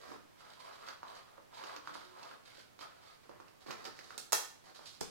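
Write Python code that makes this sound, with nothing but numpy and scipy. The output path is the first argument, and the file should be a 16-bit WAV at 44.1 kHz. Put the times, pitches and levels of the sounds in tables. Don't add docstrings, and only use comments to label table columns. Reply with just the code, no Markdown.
import sys
import numpy as np
from scipy import signal
from scipy.fft import rfft, irfft
from scipy.io import wavfile

SR = 44100
rng = np.random.default_rng(int(sys.argv[2]) if len(sys.argv) > 2 else 0)


def unload_wav(signal):
    wavfile.write(
        sys.argv[1],
        SR,
        np.round(np.clip(np.atleast_2d(signal).T, -1, 1) * 32767).astype(np.int16),
    )


N = 225036

# t/s, length/s, sheet/dB, crunch/dB, free-edge start f/Hz
BLADE_PUSHES = [(0.348, 0.18, -61, -64, 1150), (0.558, 0.19, -55, -59, 980),
                (0.775, 0.15, -53, -58.5, 1175), (1.012, 0.18, -54, -61, 1036),
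                (1.505, 0.25, -50, -57.5, 960), (1.81, 0.21, -56, -61, 1160), (2.12, 0.21, -55, -61, 1044),
                (2.425, 0.18, -63.5, -61, 1330), (2.801, 0.027, -48, -50.5, 1240),
                (2.997, 0.13, -64, -61, 1160)]
# t/s, length/s, sheet/dB, crunch/dB
BLADE_DRAGS = [(1.19, 0.18, -64.5, -76), (2.027, 0.14, -64, -65), (2.87, 0.16, -66.5, -72.5)]
# t/s, pop/dB, f/Hz, snap/dB, jolt/dB
BUCKLES = [(0.116, -49, 1040, -55.5, -63), (0.405, -57, 1210, -58, -82), (0.884, -46.5, 1350, -42.5, -65),
           (1.029, -42.5, 970, -57, -76), (1.378, -54.5, 1000, -78, -56.5), (1.636, -51, 1080, -44.5, -56),
           (1.761, -47, 1170, -44.5, -54), (1.872, -40.5, 1190, -51, -60), (1.952, -44, 970, -58, -56.5),
           (2.228, -55, 840, -48, -63), (2.311, -51.5, 1230, -66, -60.5), (2.58, -63.5, 1530, -70, -58.5),
           (2.789, -54, 1100, -50, -61.5), (2.809, -50, 1070, -46, -61), (3.292, -52, 840, -59, -52),
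           (3.399, -51, 980, -59, -57.5), (3.48, -69, 970, -57.5, -77), (3.661, -54, 900, -59, -53.5),
           (3.706, -44, 1100, -39, -61), (3.851, -56, 1490, -38.5, -57), (3.988, -50.5, 1760, -47.5, -61),
           (4.104, -47.5, 1370, -53, -63), (4.791, -52.5, 800, -73, -72)]
# t/s, click/dB, knock/dB, thud/dB, ring/dB, click
# cutoff/Hz
CONTACTS = [(4.179, -37.5, -47, -44.5, -59, 14300), (4.3222, -29.5, -38, -65, -35, 15000),
            (4.3302, -23, -21.5, -45.5, -39, 13200), (5.0085, -42.5, -60, -46, -72, 6500),
            (5.0117, -38, -35.5, -31.5, -65, 6270)]
# f/Hz, level/dB, t60/s
STEEL_MODES = [(777, 0, .06), (1270, -2, .09), (1800, -4, .08), (2720, -8, .1), (4883, -10, .08),
               (5645, -5, .08), (5905, -5, .08), (6772, -7, .08), (8231, -10, .08), (10120, -11, .08)]
# t/s, length/s, bend/dB, slide/dB
HAND_MOVES = [(-0.02, 0.17, -52.5, -63), (3.232, 0.012, -58.5, -66), (3.28, 0.21, -64.5, -86),
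              (3.605, 0.022, -60.5, -62), (3.66, 0.068, -47.5, -55.5), (3.76, 0.11, -54, -63),
              (3.838, 0.035, -46.5, -52.5), (3.93, 0.23, -60, -62.5), (4.635, 0.07, -58.5, -63),
              (4.745, 0.019, -55.5, -54), (4.78, 0.064, -58.5, -61.5), (4.855, 0.022, -60, -50.5),
              (4.88, 0.071, -77, -59)]
# t/s, level/dB, length/s
SHEET_FLAPS = [(0.071, -46, 0.081), (1.665, -61, 0.17), (1.871, -54.5, 0.11), (3.662, -44.5, 0.065),
               (3.975, -56, 0.01)]

# f/Hz, level/dB
SHEET_SPECTRUM = [(80, -29), (250, -14.5), (400, -9.5), (570, 0.5), (850, -4.5), (1100, -5), (1350, -8.5),
                  (1700, -9), (2600, -18.5), (5000, -35.5)]
CRUNCH_SPECTRUM = [(900, -23), (1900, -3), (2600, -4.5), (3400, -1.5), (4500, 0.5), (5800, -8.5),
                   (7000, -12), (8200, -13.5), (9200, -14), (15500, -29)]
SNAP_SPECTRUM = [(600, -40), (1500, -6), (2600, 14.5), (3400, 6.5), (4500, 14.5), (6500, 5.5),
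                 (9000, -10.5), (15500, -8)]
JOLT_SPECTRUM = [(90, -21), (220, -3), (380, 4.5), (600, 2), (1200, -28), (3000, -50)]
CLICK_SPECTRUM = [(400, -23.5), (1500, -2.5), (2600, -6.5), (4200, -0.5), (6000, 0.5), (8600, -0.5),
                  (10000, -4), (13000, -9), (16000, -7)]
KNOCK_SPECTRUM = [(100, -35), (250, -23.5), (430, -5.5), (600, -5), (780, 4), (1000, -0.5), (1280, -6),
                  (1700, -10.5), (4000, -38)]
THUD_SPECTRUM = [(40, -17), (90, -9), (150, -1), (240, -1), (350, -3.5), (480, 0.5), (800, -26),
                 (2500, -73)]
BEND_SPECTRUM = [(60, -17), (170, -6.5), (300, -7), (480, 1.5), (800, 0.5), (1300, -1), (2000, -8),
                 (5000, -31)]
SLIDE_SPECTRUM = [(900, -10), (2200, -8.5), (3400, -0.5), (4700, 3.5), (6200, -4), (8000, -8.5),
                  (11000, -13), (15500, -30)]
GUST_SPECTRUM = [(60, -32), (120, -8), (170, 0), (260, -2), (450, -2.5), (800, -24), (2000, -44)]
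AIR_SPECTRUM = [(20, -5), (45, -16), (80, -2.5), (130, 0), (250, -3), (500, -3), (1200, -8), (2200, -13),
                (5000, -17.5), (9000, -23), (15500, -26)]

# f/Hz, t60/s
TILE_DECAY = [(150, 0.69), (500, 0.35), (1200, 0.46), (3000, 0.47), (6000, 0.4), (10000, 0.36),
              (15000, 0.35)]
# f/Hz, coherence/0-1
REVERB_COHERENCE = [(60, 0.8), (170, 1), (330, 0.33), (600, 0.43), (1000, 0), (2000, 0)]
AIR_COHERENCE = [(50, 0.29), (90, 0.46), (170, 0.72), (500, 0.72), (1200, 0.31), (3000, 0.032)]


def cutting():
    sheet_gain, crunch_gain = effort(BLADE_PUSHES + BLADE_DRAGS, swell_share=0.26, release_s=0.021)
    sheet = amp(1.5) * fibres(sheet_gain, SHEET_SPECTRUM, per_s=450, spread_db=3.5, rub=0.46, clump_db=3)
    sheet = 0.75 * sheet + 2 * resonate(sheet, free_edge_hz(), width_hz=140)
    crunch = fibres(crunch_gain, CRUNCH_SPECTRUM, per_s=1000, spread_db=1, rub=0.65, clump_db=5.5)
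    return room(sheet, wet_db=-1.5, right_db=-0.9) + room(crunch, wet_db=1, right_db=5)


def free_edge_hz(rise_hz_per_s=1080, max_rise_s=0.17):
    t = np.arange(N) / SR
    ring_hz = np.full(N, BLADE_PUSHES[0][-1])
    for start_s, *_, start_hz in BLADE_PUSHES:
        rising_hz = start_hz + rise_hz_per_s * np.minimum(t - start_s, max_rise_s)
        ring_hz = np.where(t >= start_s, rising_hz, ring_hz)
    return ring_hz


def fibres(gain, spectrum, per_s, spread_db, rub, clump_db):
    t = np.arange(N) / SR
    snaps = (rng.random(N) < per_s / SR) * rng.choice([-1, 1], N)
    sizes = amp(spread_db * np.minimum(rng.exponential(1, N), 3.5))
    slips = np.interp(t, np.linspace(0, t[-1], 600), rng.standard_normal(600))
    friction = unit_rms(snaps * sizes) + rub * rng.standard_normal(N)
    drive = unit_rms(friction * amp(clump_db * slips))
    return coloured(drive * gain, spectrum)


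def effort(moves, swell_share, release_s):
    t, power = np.arange(N) / SR, np.zeros((2, N))
    for start_s, length_s, low_db, high_db, *_ in moves:
        swell = np.clip((t - start_s) / (swell_share * length_s), 0, 1)
        release = np.exp(-np.maximum(t - start_s - length_s, 0) / release_s)
        power += (amp([[low_db], [high_db]]) * swell * release) ** 2
    return np.sqrt(power)


def buckling(decay_s=0.0003, give_way_s=0.002):
    low, high = np.zeros((2, N))
    t = np.arange(SR // 20) / SR
    envelope = (t / decay_s) ** 2 * np.exp(-t / decay_s)
    for start_s, pop_db, hz, snap_db, jolt_db in BUCKLES:
        flip_s = start_s + give_way_s
        add(low, flip_s, amp(pop_db + 5.5) * burst(envelope * np.sin(2 * np.pi * hz * t)))
        add(low, flip_s, amp(jolt_db + 9.5) * crack(JOLT_SPECTRUM, decay_s=0.01, scatter=1))
        add(high, flip_s, amp(snap_db - 1.5) * crack(SNAP_SPECTRUM, decay_s=0.0082, scatter=2.6))
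    return room(low, wet_db=-2.5, right_db=0) + room(high, wet_db=-3, right_db=7)


def counter_knocks():
    out, t = np.zeros((2, N)), np.arange(SR // 2) / SR
    for start_s, click_db, knock_db, thud_db, ring_db, cutoff_hz in CONTACTS:
        bright, dull, steel = np.zeros((3, N))
        lowpass = signal.butter(1, cutoff_hz, fs=SR)
        click = signal.lfilter(*lowpass, crack(CLICK_SPECTRUM, decay_s=0.0045, scatter=0.92))
        add(bright, start_s, amp(click_db + 3) * burst(click))
        add(dull, start_s, amp(knock_db + 1.5) * crack(KNOCK_SPECTRUM, decay_s=0.0017, scatter=0.78))
        add(dull, start_s, amp(thud_db + 1) * crack(THUD_SPECTRUM, decay_s=0.0072, scatter=0.67))
        ring = sum(amp(db - 60 * t / t60_s) * np.sin(2 * np.pi * hz * t) * rng.choice([-1, 1])
                   for hz, db, t60_s in STEEL_MODES)
        add(steel, start_s, amp(ring_db + 7.5) * burst(ring))
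        out += room(bright, wet_db=0.5, right_db=4.5)
        out += room(dull, wet_db=-7, right_db=-3.5)
        out += room(steel, wet_db=-2, right_db=0.5)
    return out


def crack(spectrum, decay_s, scatter):
    t = np.arange(SR // 10) / SR
    chatter = rng.standard_normal(len(t)) * np.exp(-t / decay_s)
    force = (t == 0) + scatter * chatter / np.linalg.norm(chatter)
    return burst(coloured(force, spectrum))


def handling():
    bend_gain, slide_gain = effort(HAND_MOVES, swell_share=0.14, release_s=0.0073)
    bend = fibres(bend_gain, BEND_SPECTRUM, per_s=500, spread_db=5, rub=0.63, clump_db=1)
    slide = fibres(slide_gain, SLIDE_SPECTRUM, per_s=1500, spread_db=4, rub=0.6, clump_db=1.5)
    return room(bend, wet_db=3, right_db=1.5) + room(slide, wet_db=1.5, right_db=5.5)


def flapping():
    gusts = np.zeros(N)
    for start_s, level_db, length_s in SHEET_FLAPS:
        swell = np.hanning(round(length_s * SR))
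        add(gusts, start_s, amp(level_db - 1.5) * swell * rng.standard_normal(len(swell)))
    return room(coloured(gusts, GUST_SPECTRUM), wet_db=-4.5, right_db=-1.5)


def pivot_groan(start_s=2.02, length_s=0.14, hz=366, level_db=-67):
    t, out = np.arange(round(length_s * SR)) / SR, np.zeros(N)
    tone = unit_rms(np.sin(2 * np.pi * hz * t))
    add(out, start_s, amp(level_db) * tone * signal.windows.tukey(len(t), 0.4))
    return room(out, wet_db=-5, right_db=14.5)


def room(x, wet_db, right_db, wall_s=0.0198, wall_db=5, left_lag_samples=9):
    t = np.arange(SR // 2) / SR
    noise = paired(*rng.standard_normal((2, len(t))), REVERB_COHERENCE)
    hz, frame_s, bins = signal.stft(noise, SR, nperseg=256)
    decay = amp(-60 * frame_s / lookup(TILE_DECAY, hz)[:, None])
    tail = signal.istft(bins * decay, SR, nperseg=256)[1][:, :len(t)]
    onset = np.clip(t / 0.0019, 0, 1)
    far_wall = amp(wall_db * np.exp(-((t - wall_s) / 0.0023) ** 2))
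    tail = tail * onset * far_wall
    response = amp(wet_db) * tail / np.linalg.norm(tail[1])
    response[0, left_lag_samples] += amp(-5.5)
    response[1, 0] += 1
    response /= np.sqrt(1 + amp(wet_db) ** 2)
    out = signal.fftconvolve(x[None], response, axes=1)[:, :N]
    return out * amp([[-right_db / 2], [right_db / 2]])


def air(left_db=-65, right_db=-61.5):
    a, b = (coloured(noise, AIR_SPECTRUM) for noise in rng.standard_normal((2, N)))
    return paired(a, b, AIR_COHERENCE) * amp([[left_db], [right_db]])


def amp(db):
    return 10 ** (np.asarray(db) / 20)


def unit_rms(x):
    return x / np.sqrt(np.mean(x ** 2) + 1e-20)


def burst(x):
    return x * np.sqrt(0.004 * SR / np.sum(x ** 2))


def lookup(table, hz):
    table_hz, values = np.transpose(table)
    return np.interp(np.log(hz + 1), np.log(table_hz), values)


def add(mix, start_s, sound):
    part = mix[max(round(start_s * SR), 0):][:len(sound)]
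    part += sound[:len(part)]


def coloured(x, spectrum, fft_size=4096):
    hz = abs(np.fft.fftfreq(fft_size, 1 / SR))
    log_gain = np.log(amp(lookup(spectrum, hz)))
    response = np.exp(np.conj(signal.hilbert(log_gain)))
    taps = np.fft.ifft(response).real[:fft_size // 2]
    return signal.oaconvolve(x, taps / np.linalg.norm(taps))[:len(x)]


def resonate(x, hz, width_hz):
    carrier = np.exp(2j * np.pi * np.cumsum(hz) / SR)
    pole = np.exp(-np.pi * width_hz / SR)
    baseband = signal.lfilter([1 - pole], [1, -pole], x / carrier + 1e-18)
    return 2 * (carrier * baseband).real


def paired(a, b, coherence):
    shared = np.clip(lookup(coherence, np.fft.rfftfreq(len(a), 1 / SR)), 0, 1)
    left = irfft(shared * rfft(a) + np.sqrt(1 - shared ** 2) * rfft(b), len(a))
    return np.array([left, a])


def scene():
    return cutting() + pivot_groan() + handling() + flapping() + buckling() + counter_knocks() + air()


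def record(dry):
    cutoff_hz = 15950
    lowpass = signal.firwin(511, cutoff_hz, window=("kaiser", 8), fs=SR)
    return signal.oaconvolve(dry * np.array([[-1], [1]]), lowpass[None], "same", axes=1)


dry = scene()
out = record(dry)
unload_wav(out)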